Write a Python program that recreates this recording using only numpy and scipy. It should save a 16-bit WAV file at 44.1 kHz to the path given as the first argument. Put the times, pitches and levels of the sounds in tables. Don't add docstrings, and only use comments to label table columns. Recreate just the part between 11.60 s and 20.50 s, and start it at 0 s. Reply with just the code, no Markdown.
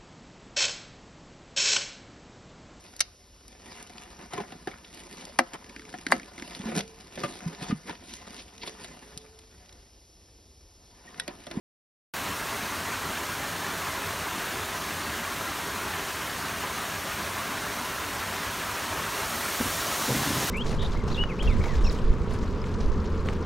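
import sys
import numpy as np
from scipy import signal
from scipy.fft import rfft, irfft, next_fast_len
from scipy.io import wavfile

SR = 44100
rng = np.random.default_rng(int(sys.argv[2]) if len(sys.argv) > 2 else 0)


def wav_record(signal):
    frames = np.transpose(np.atleast_2d(signal))
    bounded = np.clip(frames, -1, 1)
    quanta = np.round(bounded * 32767).astype(np.int16)
    wavfile.write(sys.argv[1], SR, quanta)


N = 392490
TIME_S = np.arange(N) / SR
TURN_S, TURN_LENGTH_S = 7.92, 1.45

# pitch_hz, level_db
RUSH_TONE = [(22, -24), (32, -12), (45, -8), (72, -0.5), (105, -2), (130, -4), (150, -4.5), (240, -2),
             (490, -8), (700, -5.5), (850, -5), (1100, -1), (1650, -3), (2300, -7.5), (4000, -13.5),
             (16000, -50)]
# pitch_hz, width_hz, boost_db
CHAMBER_BOOMS = [(92, 17, 4), (166, 17, 4), (236, 24, 0.7), (290.4, 14, 5), (403.5, 56, 6), (654, 26, 3),
                 (906, 24, 3), (1003, 40, 3.5), (1083, 28, 1.2), (1620, 45, 2)]
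def water_rush(level_db=-33.5, turn_boost_db=1.04, wall_s=7.52, wall_length_s=0.42):
    water = churn(patchy_db=1.9, patch_s=0.042, patch_hz=69.5, surge_db=0.63, surge_s=0.022)
    gurgle = bubbles(per_s=900, low_hz=451.6, high_hz=2957, cycles=16.6, rise=0.0166, pitches=32)
    water = water + gain_of(-16.5) * gurgle
    water = unit_level(filtered(water, lambda hz: curve(RUSH_TONE, hz) + bumps(CHAMBER_BOOMS, hz)))
    wall = filtered(water, lambda hz: bump(hz, pitch_hz=1150, width_hz=850, db=2.0)) - water
    passing = np.exp(-(2 * (TIME_S - wall_s) / wall_length_s) ** 2)
    return (water + passing * wall) * gain_of(level_db + turn_boost_db * turned(TURN_S, TURN_LENGTH_S))


# pitch_hz, level_db
SPRAY_TONE = [(200, -26), (600, 7), (1200, -1), (2300, -0.9), (3500, 0.4), (6200, 0.9), (9000, -1.4),
              (12500, -3.5), (15800, -7)]
def spray_hiss(level_db=-38, body_boost_db=9, top_boost_db=6.5, top_hz=8000):
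    drops = churn(patchy_db=1.5, patch_s=0.035, patch_hz=90, surge_db=0.45, surge_s=0.022)
    fizz = bubbles(per_s=9000, low_hz=2500, high_hz=15800, cycles=40, rise=0.008, pitches=120)
    hiss = unit_level(filtered(drops + gain_of(-10) * fizz, lambda hz: curve(SPRAY_TONE, hz)))
    top = filtered(hiss, lambda hz: -20 * np.log10(1 + (top_hz / (hz + 1)) ** 4))
    body = hiss - top
    body_swell = gain_of(body_boost_db * turned(TURN_S, TURN_LENGTH_S))
    top_swell = gain_of(top_boost_db * turned(halfway_s=7.62, length_s=0.52))
    return gain_of(level_db) * (body * body_swell + top * top_swell)


# pitch_hz, level_db, ring_s (time to fade by 60 dB)
CASE_NOTES = [(131, -6.5, 0.04), (249, 7.5, 0.024), (340, -7, 0.022), (490, 1.5, 0.026), (865, -7, 0.02)]
# start_s, peak_db, low_boost_db, high_boost_db
LOW_THUMPS = [(8.002, -23, 0, -6), (8.0064, -21, -1, -8), (8.01, -19.5, 1, 5), (8.0148, -25, -4, -2),
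              (8.028, -30, -7, -8), (8.0562, -25.5, -9, -6), (8.064, -25, -9, -9), (8.0785, -30, -3, -6),
              (8.4865, -26, 6, 11), (8.491, -20, 8, 14), (8.4985, -24, 14, 14), (8.5056, -20, 21, 11),
              (8.5136, -24, 23, 8), (8.5215, -25, 17, 8), (8.5477, -24, 0, -4), (8.5552, -24.5, 0, -6),
              (8.568, -23.5, 14, -7), (8.5827, -27, 10, -4), (8.6086, -24, 9, -8), (8.625, -30, 16, -3),
              (8.6745, -28, 17, -4), (8.69, -20.5, 0, -10), (8.6995, -22, 6, -2), (8.7063, -24, 8, -2),
              (8.7135, -27, 6, -4), (8.7325, -26, 12, -4), (8.7395, -30, 6, -2), (8.76, -28, 14, -2),
              (8.768, -28, 8, -3), (8.783, -27, 0, -6), (8.8238, -23.5, 7, -1), (8.830, -27, 0, -2),
              (8.841, -27, 8, -4)]
def low_thumps(attack_s=0.00086):
    out = np.zeros(N)
    age = TIME_S[:SR // 2]
    for start_s, peak_db, low_boost_db, high_boost_db in LOW_THUMPS:
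        thump = np.zeros_like(age)
        for hz, level_db, ring_s in CASE_NOTES:
            note_db = level_db + low_boost_db * (hz < 180) + high_boost_db * (hz > 300)
            thump += gain_of(note_db - 60 * age / ring_s) * np.sin(2 * np.pi * hz * age)
        thump *= 1 - np.exp(-age / attack_s)
        thump *= gain_of(peak_db) / abs(thump).max()
        out += np.interp(TIME_S - start_s, age, thump, left=0, right=0)
    return out


# pitch_hz, level_db
RUMBLE_TONE = [(20, -39), (50, -25), (75, -10), (140, 9), (178, -3), (220, 8.5), (255, 0), (300, 3.5),
               (370, -7), (600, -22), (1500, -49), (5000, -70)]
# pitch_hz, level_db
WHOOSH_TONE = [(100, -30), (250, -13), (410, 6), (540, -3), (760, -16), (3000, -50)]
# start_s, length_s, level_db, whoosh_db (compared with the rumble)
WIND_GUSTS = [(8.473, 0.052, -31, -4.5), (8.537, 0.085, -34.5, -26), (8.655, 0.2, -32, -20)]
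def wind_gusts(attack_s=0.015, sag_db_per_s=-11, release_s=0.026):
    out = np.zeros(N)
    swirls = unit_level(random_clicks(per_s=770, spread_db=-0.5)) + rng.standard_normal(N)
    rumble = unit_level(filtered(swirls, lambda hz: curve(RUMBLE_TONE, hz)))
    whoosh = unit_level(filtered(rng.standard_normal(N), lambda hz: curve(WHOOSH_TONE, hz)))
    for start_s, length_s, level_db, whoosh_db in WIND_GUSTS:
        age = np.maximum(TIME_S - start_s, 0)
        fade_in = np.minimum(age / attack_s, 1)
        strength = gain_of(level_db + sag_db_per_s * age)
        fade_out = np.exp(-np.maximum(age - length_s, 0) / release_s)
        out += fade_in * strength * fade_out * (rumble + gain_of(whoosh_db) * whoosh)
    return out


# pitch_hz, level_db
FLUTTER_TONE = [(15, -30), (38, -1), (80, -2), (300, -60)]
def camera_shake(start_s=7.998, level_db=-39, attack_s=0.008, settle_s=0.9):
    age = np.maximum(TIME_S - start_s, 0)
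    flutter = unit_level(filtered(rng.standard_normal(N), lambda hz: curve(FLUTTER_TONE, hz)))
    return flutter * np.minimum(age / attack_s, 1) * gain_of(level_db - 60 * age / settle_s)


def churn(patchy_db, patch_s, patch_hz, surge_db, surge_s):
    grid = signal.stft(rng.standard_normal(N), nperseg=1024, noverlap=768)[2].T
    patches = patchy_db * drift(grid.shape, patch_s, patch_hz)
    surges = surge_db * drift(grid.shape, surge_s, SR)
    grid = grid * gain_of(patches + surges)
    return unit_level(signal.istft(grid.T, nperseg=1024, noverlap=768)[1][:N])


def bubbles(per_s, low_hz, high_hz, cycles, rise, pitches):
    out = np.zeros(N)
    for hz in np.geomspace(low_hz, high_hz, pitches):
        age = np.arange(0, 5, hz / cycles / SR)
        ring = np.exp(-age) * np.sin(2 * np.pi * cycles * age * (1 + rise * age))
        starts = random_clicks(per_s / pitches, spread_db=4)
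        out += signal.oaconvolve(starts, ring * hz / low_hz)[:N]
    return unit_level(out)


def random_clicks(per_s, spread_db):
    draw = rng.random(N) * SR / per_s
    at, clicks = np.flatnonzero(draw < 1), np.zeros(N)
    clicks[at] = (-1) ** at * gain_of(spread_db * np.minimum(-np.log(draw[at]), 4))
    return clicks


def drift(shape, span_s, span_hz):
    along = np.fft.fftfreq(shape[0], 256 / SR)[:, None] * span_s
    across = np.fft.rfftfreq(shape[1], SR / 1024) * span_hz
    blur = np.exp(-np.pi * (along ** 2 + across ** 2))
    return unit_level(np.fft.irfft2(np.fft.rfft2(rng.standard_normal(shape)) * blur, shape))


def turned(halfway_s, length_s):
    return 0.5 + 0.5 * np.tanh(2 * (TIME_S - halfway_s) / length_s)


def filtered(sound, db_at):
    size = next_fast_len(N + SR // 2)
    gains = gain_of(db_at(np.fft.rfftfreq(size, 1 / SR)))
    return irfft(rfft(sound, size) * gains, size)[..., :N]


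def curve(points, hz):
    pitch_hz, level_db = np.transpose(points)
    return np.interp(np.log(hz + 1), np.log(pitch_hz + 1), level_db)


def bump(hz, pitch_hz, width_hz, db):
    return db * 2 ** -((2 * (hz - pitch_hz) / width_hz) ** 2)


def bumps(rows, hz):
    return sum(bump(hz, *row) for row in rows)


def gain_of(db):
    return 10 ** (np.asarray(db) / 20)


def unit_level(x):
    return x / np.sqrt(np.mean(x ** 2) + 1e-20)


def scene():
    mix = spray_hiss() + water_rush() + low_thumps() + wind_gusts() + camera_shake()
    return np.tile(mix, (2, 1))


# pitch_hz, width_hz, change_db
CASE_DIPS = [(4940, 290, -3.5), (7700, 820, -2.5), (10470, 790, -4)]
def record(dry):
    start_s, low_cut_hz, high_cut_hz = 0.538, 32, 15800
    heard = filtered(dry, lambda hz: bumps(CASE_DIPS, hz) - 10 * np.log10(1 + (low_cut_hz / (hz + 1)) ** 8))
    heard = heard * (TIME_S >= start_s)
    high_cut = signal.firwin(1023, high_cut_hz, window=("kaiser", 9), fs=SR)
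    return signal.oaconvolve(heard, high_cut[None], "same", axes=1)


dry = scene()
out = record(dry)
wav_record(out)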